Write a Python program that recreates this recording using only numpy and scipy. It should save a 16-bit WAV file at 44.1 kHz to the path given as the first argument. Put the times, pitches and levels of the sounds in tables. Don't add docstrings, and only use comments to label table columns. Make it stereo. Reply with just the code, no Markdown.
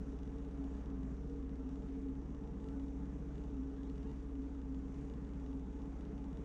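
import sys
import numpy as np
from scipy import signal
from scipy.fft import rfft, irfft
from scipy.io import wavfile
from scipy.ndimage import uniform_filter1d

SR = 44100
rng = np.random.default_rng(int(sys.argv[2]) if len(sys.argv) > 2 else 0)


def to_wav(s):
    ch = np.atleast_2d(s).T
    pcm = np.round(np.clip(ch, -1, 1) * 32767)
    wavfile.write(sys.argv[1], SR, pcm.astype(np.int16))


def elevation(decibels):
    levels = np.asarray(decibels, float)
    return 10 ** (levels / 20)


N = 284356
T = np.arange(N) / SR


def level(x, db):
    return x * elevation(db) / np.sqrt(np.mean(x ** 2))


def walk(rate_hz, size=N, step_hz=SR, count=1):
    k = max(int(step_hz / rate_hz), 1)
    held = np.repeat(rng.standard_normal((count, size // k + 1)), k, axis=1)
    return 1.55 * uniform_filter1d(uniform_filter1d(held, k), k)[:, :size]


def on_hz(table, hz):
    f, v = np.transpose(table)
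    return np.interp(np.log(hz + 1), np.log(f + 1), v)


def pan(x, lean_db, lag_samples=6):
    return np.array([np.roll(x, int(lag_samples)) * elevation(lean_db / 2), x * elevation(-lean_db / 2)])


def ring(x, modes):
    out = 0
    for hz, db, t60_s in modes:
        pole = np.exp(2j * np.pi * hz / SR - np.log(1000) / (t60_s * SR))
        out = out + elevation(db) * signal.lfilter([1], [1, -pole], x).imag
    return out


def bumps(at_s, sizes, rise_s, fall_s):
    coarse_s = np.arange(0, N / SR + .01, .005)
    late_s = coarse_s[:, None] - at_s
    bells = np.exp(-.5 * (late_s / np.where(late_s < 0, rise_s, fall_s)) ** 2)
    return np.interp(T, coarse_s, bells @ sizes)


# (frequency [Hz], left minus right [dB])
PORT_LEAN = [(60, 2), (150, 1.5), (280, 2.8), (400, 3.5), (550, -1), (850, -7), (1500, -7.5), (2600, -7.5),
             (4500, 0), (6500, 0.5), (8500, -5.5), (12000, -1.5)]
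# (frequency [Hz], shared part [0-1])
PORT_SHARED = [(300, .998), (470, .98), (800, .75), (1050, .4), (1400, .3), (2000, .58), (3400, .5),
               (6400, .35), (7500, .42), (10500, .1)]
# (frequency [Hz], left lead [rad])
PORT_LEAD = [(40, -.25), (330, -.3), (700, -.8), (900, -1.6), (1350, -1.0), (1550, .8), (2500, .3),
             (4400, -.3), (6000, -1.5), (7500, -3), (9800, -3.4)]


def patchy_noise(colour, slow_db, quick_db, quick_rate_hz):
    hz, s, (a, b) = signal.stft(rng.standard_normal((2, N)), SR, nperseg=1024)
    like = np.clip(on_hz(PORT_SHARED, hz), 0, 1)[:, None]
    turn = np.exp(1j * on_hz(PORT_LEAD, hz))[:, None]
    lean = elevation(on_hz(PORT_LEAN, hz) / 2)[:, None]
    band = (3 * np.log2(hz / 40 + 1)).astype(int)
    swell = uniform_filter1d(walk(1.5, len(s), SR / 512, count=32), size=5, axis=0)
    flicker = walk(quick_rate_hz, len(s), SR / 512, count=32)
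    swing = elevation(slow_db * swell + quick_db * flicker)[band]
    left = (like * a * turn + np.sqrt(1 - like ** 2) * b) * lean
    ports = signal.istft(np.array([left, a / lean]) * swing, SR, nperseg=1024)[1][:, :N]
    return irfft(rfft(ports) * elevation(on_hz(colour, np.fft.rfftfreq(N, 1 / SR))), N)


# (time [s], speed drop [cycles/s])
SPEED_SAGS = [(-0.03, 0.44), (0.146, 0.62), (0.367, 0.17), (0.638, 0.49), (0.771, 0.26), (0.987, 0.65),
              (1.109, 0.73), (1.442, 0.56), (1.637, 0.72), (1.741, 0.4), (1.922, 0.38), (2.062, 0.72),
              (2.182, 0.21), (2.71, 0.35), (2.837, 0.38), (2.992, 0.36), (3.62, 0.72), (3.789, 0.52),
              (3.936, 0.59), (4.159, 0.29), (4.396, 0.6), (4.631, 0.44), (4.76, 0.72), (4.909, 0.47),
              (5.149, 0.43), (5.435, 0.58), (5.602, 0.6), (5.866, 0.47), (6.232, 0.35)]


def idle_speed():
    sag_width_s = .0617
    return 15.697 - bumps(*np.transpose(SPEED_SAGS), sag_width_s, sag_width_s)


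def crank_lines(cycle, lines, slip_cycles):
    out = 0
    mount_lag_cycles, left_lag_cycles = .475, np.array([[.04], [0]])
    speed = np.gradient(cycle) * SR
    for k, db, lean_db, loose_db, db_per_hz in lines:
        turns = k * cycle + slip_cycles * walk(5)[0] - mount_lag_cycles - left_lag_cycles
        swing_db = loose_db * walk(7)[0] + db_per_hz * (speed - speed.mean())
        line = level(np.cos(2 * np.pi * turns) * elevation(swing_db), db)
        out = out + line * elevation(np.array([[lean_db], [-lean_db]]) / 2)
    return out


# (multiple of cycle [1], rms [dB], left minus right [dB], unsteadiness [dB], speed slope [dB/Hz])
ROCKING = [(2, -59, 4.3, 1.4, 1), (4, -47, 3.0, .8, -3), (6, -74, 2.3, 3, 0)]
HULL_REBOUND = [(5, -67, 2.7, 1.5, 0)]
FIRING_LINE = [(3, -53.6, 2.5, 1.1, 5)]


def hum(cycle):
    crank = cycle + .445
    rocking = crank_lines(crank, ROCKING, .01) - crank_lines(crank, HULL_REBOUND, 0.018)
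    return rocking + crank_lines(cycle + .434, FIRING_LINE, 0.009)


# (time [s], drone flare [dB], rumble change [dB])
CATCH_UPS = [(0.101, 5.5, -1), (0.349, 3.5, 0.5), (0.605, 8.5, -0.5), (0.91, 6.5, -0.2), (1.034, 6, 3),
             (1.265, 2, -0.5), (1.415, 6, -0.1), (1.616, 12, -0.8), (1.904, 7.5, -1), (2.052, 6.5, -0.2),
             (2.579, 3.6, 1), (2.758, 8, 1.1), (2.89, 3.0, -2), (2.988, 4.5, 3), (3.58, 11.5, -1.5),
             (3.804, 7.5, -1.5), (3.924, 2, 0.4), (4.084, 5.0, 0.2), (4.305, 6, 0), (4.396, 5, -3),
             (4.609, 8, -1.6), (4.747, 6, 2.5), (4.886, 3, -2), (5.105, 3, -1.2), (5.216, 1.5, -0.3),
             (5.397, 5, -0.5), (5.522, 6.5, 1), (5.622, 2, 0), (5.826, 5.5, -0.5), (6.192, 3, 2.1)]


def drone(cycle):
    at_s, flare_db, _ = np.transpose(CATCH_UPS)
    top_db = -43.5
    db = np.minimum(-53.5 + bumps(at_s, flare_db, rise_s=0.03, fall_s=0.1), top_db)
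    turns, under = 18 * cycle - .46, 17 * cycle - .05
    slip_cycles = 0.075 * walk(5)[0] + 0.044 * walk(25)[0]
    main = np.cos(2 * np.pi * (turns + slip_cycles)) * elevation(1.3 * walk(22)[0])
    beat = np.cos(2 * np.pi * (under + 0.18 * walk(6)[0])) * elevation(-10 + 1.2 * walk(7.5)[0])
    return pan(level(main + beat, 0) * elevation(db), 0.33)


# (frequency [Hz], density [dB/Hz])
HULL_COLOUR = [(15, -88.5), (40, -84), (75, -79.5), (105, -82.5), (140, -76.5), (200, -73.5), (245, -79.5),
               (272, -70), (315, -82), (350, -83.5), (400, -83.5), (430, -77), (465, -80), (500, -99)]
# (multiple of cycle [1], rms [dB], left minus right [dB], unsteadiness [dB], speed slope [dB/Hz])
EXHAUST_KNOCK = [(9, -60.5, 1.2, 2.5, 4), (10, -67, 1, 3, 0), (11, -63.5, 1.7, 2.5, 0),
                 (12, -62.5, 2, 2.5, 0), (13, -61.5, 1.4, 2, 0), (14, -65.5, 1.5, 2, 0),
                 (15, -65, 1.4, 2.5, 0), (20, -70, 1, 3, 0), (21, -70, 1.7, 2.5, 0)]
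INTAKE_GROWL = [(26, -73, 1.6, 3, 0), (27, -68, 1.6, 2.5, 0), (28, -68.5, 1.6, 2.5, 0),
                (29, -68.5, 1.6, 2.5, 0), (30, -70.5, 1.6, 3, 0)]


def rumble(cycle, speed):
    at_s, _, change_db = np.transpose(CATCH_UPS)
    width_s = 0.088
    db = 2.5 * speed + 0.55 * walk(9)[0] + 1.6 * bumps(at_s, change_db, width_s, width_s)
    beat = 1 + 0.098 * np.cos(6 * np.pi * (cycle + 0.082)) + 0.05 * np.cos(2 * np.pi * (cycle + 0.63))
    colour = [(0.013, -87.5)] + list(HULL_COLOUR) + [(600, -125), (SR, -160)]
    shake = level(patchy_noise(colour, 0.34, 1.0, 9) * beat, -51)
    shake = shake + crank_lines(cycle + .8, EXHAUST_KNOCK, 0.067)
    shake = shake + crank_lines(cycle, INTAKE_GROWL, 0.26)
    panel = pan(level(ring(rng.standard_normal(N), [(146.5, 0, 0.42)]), -62), 0.88)
    deep = signal.sosfiltfilt(signal.butter(2, (105, 245), "band", fs=SR, output="sos"), shake) + panel
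    return shake + panel + deep * (elevation(0.65 * (db - db.mean())) - 1)


def cowl():
    modes = [(855.3, -4.5, 0.11), (792, -6.5, 0.064)]
    buzz = ring(rng.standard_normal(N), modes) * elevation(2.0 * walk(18)[0])
    return pan(level(buzz, -73.5), -10.5)


# (frequency [Hz], density [dB/Hz])
WASH_COLOUR = [(480, -5), (580, -7), (870, -12.5), (1080, -12), (2200, -25), (3100, -29.5), (3700, -30),
               (4050, -34.5), (5100, -34.5), (5800, -28.5), (7000, -29.5), (8500, -38.5), (11000, -50.5),
               (14000, -59)]
# (time [s], level [dB])
HULL_FLOW = [(0, -65.5), (.25, -66), (.6, -64.5), (.95, -64.5), (1.35, -67.5), (1.7, -66.5), (2.1, -68),
             (2.7, -65.5), (3.05, -67.5), (3.37, -65.5), (3.65, -67), (4.1, -66), (4.7, -68), (5.2, -65),
             (5.7, -67), (6.05, -64.5), (6.2, -65.5), (6.45, -64)]


def wash(cycle):
    flow_db = np.interp(T, *np.transpose(HULL_FLOW))
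    spray_db = 0.5 * flow_db + 0.6 * walk(12)[0]
    colour = [(0, -60), (430, -38)] + list(WASH_COLOUR) + [(SR, -60)]
    water = patchy_noise(colour, .2, .9, 14) * (1 + .09 * np.cos(4 * np.pi * cycle))
    low = signal.sosfilt(signal.butter(2, 3500, fs=SR, output="sos"), water)
    slide = low * elevation(flow_db - flow_db.mean())
    hiss = (water - low) * elevation(spray_db - spray_db.mean())
    return level(slide + hiss, -63.0)


CYLINDER_DB = [-69.5, -74.5, -75.5]
# (time [s], peak [dB], left minus right [dB])
CLEAR_TICKS = [(0.1884, -60.5, 1), (0.232, -59, -4), (.384, -62, -3), (.4484, -62.5, -8), (.641, -60, -2),
               (0.8585, -61, -2), (1.493, -62, -2.5), (1.6907, -62, 3), (1.757, -61, -5),
               (2.347, -61.5, -7), (2.601, -65, 1), (2.642, -61, -2), (2.6862, -58, -6), (2.797, -59.5, -4),
               (2.437, -65, -4), (3.3556, -61, -5), (3.6341, -66, -2), (3.832, -60.5, -3),
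               (3.8982, -59.5, -4), (3.9795, -59.5, 2), (4.1142, -61, -2), (4.7452, -59.5, -2),
               (4.943, -62.5, 1), (5.098, -59, -3), (5.1374, -60, -1), (5.3347, -61, 0), (5.462, -58.5, 1),
               (6.0085, -60, 2), (6.329, -62, -9), (6.371, -58.5, 1)]
# (time [s], peak [dB])
LIGHTER_TICKS = [(.122, -63), (.2753, -62), (.5107, -63), (.7506, -64), (.9014, -64), (1.032, -61),
                 (1.297, -63), (1.426, -64), (2.085, -64), (2.1524, -64), (2.304, -64.5), (2.4738, -64),
                 (2.8823, -62), (3.0554, -63.5), (3.38, -61.5), (3.438, -62), (3.9568, -63), (4.0297, -61),
                 (4.3532, -63), (4.4198, -64.5), (4.6158, -63), (5.249, -62.5), (5.291, -63), (5.3572, -65),
                 (5.3978, -63.5), (5.5294, -62.5), (5.8182, -61.5), (6.0514, -61.5), (6.1789, -62),
                 (6.2413, -61)]
# (frequency [Hz], level [dB], t60 [s])
DULL_MODES = [(2000, -2, .013), (2950, 1, .014), (3450, 0, .013), (3780, -3, .011), (4250, -9, .005),
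              (4700, -6, .008)]
BRIGHT_MODES = [(5250, -1, .005), (5650, -1, .005), (6200, -2, .004), (6750, -1, .005)]


def ticks(cycle):
    usual_lean_db = -2.5
    light = np.c_[LIGHTER_TICKS, np.full(len(LIGHTER_TICKS), usual_lean_db)]
    s, clear_db, clear_lean_db = np.r_[light, CLEAR_TICKS].T
    beat = np.floor(3 * cycle + .36).astype(int)
    at = np.flatnonzero(np.diff(beat)) + 1
    chance = rng.standard_normal((len(at), 4)).T
    db = np.minimum(np.array(CYLINDER_DB)[beat[at] % 3] + 2.5 * chance[0], -66)
    lean_db = usual_lean_db + 4 * chance[1]
    at = at + (.0006 * SR * chance[3]).astype(int)
    nearest = np.abs(at[:, None] - s * SR).argmin(axis=0)
    at[nearest], db[nearest], lean_db[nearest] = (s + .0009) * SR, clear_db, clear_lean_db
    at = np.clip(at, 0, N - 1)
    bright_db = np.minimum(-65.5 + (db + 63) + 3 * chance[2], -60.5)
    hits = np.zeros((2, N))
    hits[0, at], hits[1, at] = elevation(db), elevation(bright_db)
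    bounce = hits + 0.69 * np.roll(hits, int(.0011 * SR), axis=1)
    tick = ring(hits[0], DULL_MODES) * elevation(-6) + ring(bounce[1], BRIGHT_MODES) * elevation(-7.5)
    tick = np.convolve(tick, [.25, .5, .25], "same")
    latest = np.clip(np.searchsorted(at, np.arange(N), "right") - 1, 0, None)
    return pan(tick, lean_db[latest], lag_samples=1)


def chirp(out, s, length_s, hz0, hz1, db, lean_db, skew):
    u = np.arange(int(length_s * SR)) / (length_s * SR)
    tone = np.sin(2 * np.pi * np.cumsum(hz0 + (hz1 - hz0) * u) / SR) * np.sin(np.pi * u ** skew)
    tone *= 1 + .5 * np.sin(2 * np.pi * 46 * (s + u * length_s))
    at = int(s * SR)
    return at, pan(tone * elevation(db), lean_db)[:, :len(out) - at]


# (time [s], length [s], start [Hz], end [Hz], level [dB])
AIR_POCKETS = [
    (1.59, .068, 1350, 1330, -71),
    (2.65, .1, 1330, 1350, -70),
    (2.71, 0.097, 1516, 1446, -72),
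    (3.78, 0.044, 1624, 1690, -71),
    (4.03, 0.046, 1620, 1700, -71),
    (4.04, 0.13, 890, 968, -67),
    (4.04, 0.12, 2780, 2830, -78),
    (4.06, .08, 3730, 3720, -78),
    (4.09, .06, 1920, 1980, -73),
]
LEFT_SQUEAKS = [
    (3.825, .06, 3450, 4050, -81),
    (3.84, .035, 3200, 3500, -81),
    (3.875, .04, 4200, 4300, -80),
    (6.33, 0.084, 3300, 4200, -83),
]
# (start [s], end [s])
WAVELET_S = (3.78, 4.18)


def bubbles():
    u = rng.random((700, 4))
    hz = 650 * 2 ** (2.2 * u[:, 1] ** 2)
    start_s = u[:, 0] * (N / SR - .05)
    db = -80 - 7 * np.log2(hz / 650) - 3.5 * np.log(u[:, 2] + .003)
    patter = np.c_[start_s, 16 / hz, hz, 1.15 * hz, db, -10 * u[:, 3]]
    v = rng.random((50, 3))
    fine_hz = 1500 * 2 ** (1.6 * v[:, 1])
    start_s = np.interp(v[:, 0], (0, 1), WAVELET_S)
    db = -80 - 5 * np.log2(fine_hz / 1500) + 5 * v[:, 2]
    splash = np.c_[start_s, 30 / fine_hz, fine_hz, 1.06 * fine_hz, db, np.full(50, -3)]
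    pockets = np.c_[AIR_POCKETS, np.full(len(AIR_POCKETS), -9.5)]
    squeaks = np.c_[LEFT_SQUEAKS, np.full(len(LEFT_SQUEAKS), 16.5)]
    out = np.zeros((N, 2))
    for rows, skew in ((patter, .4), (pockets, .8), (splash, .5), (squeaks, .8)):
        for row in rows:
            at, tone = chirp(out, *row, skew)
            out[at:at + tone.shape[1]] += tone.T
    return out.T


def scene():
    speed = idle_speed()
    cycle = np.cumsum(speed) / SR
    engine = hum(cycle) + drone(cycle) + rumble(cycle, speed) + cowl()
    return engine + wash(cycle) + ticks(cycle) + bubbles()


def roll_off(x):
    return signal.sosfilt(signal.butter(12, 15700, fs=SR, output="sos"), x)


def record(dry):
    return roll_off(dry)


dry = scene()
out = record(dry)
to_wav(out)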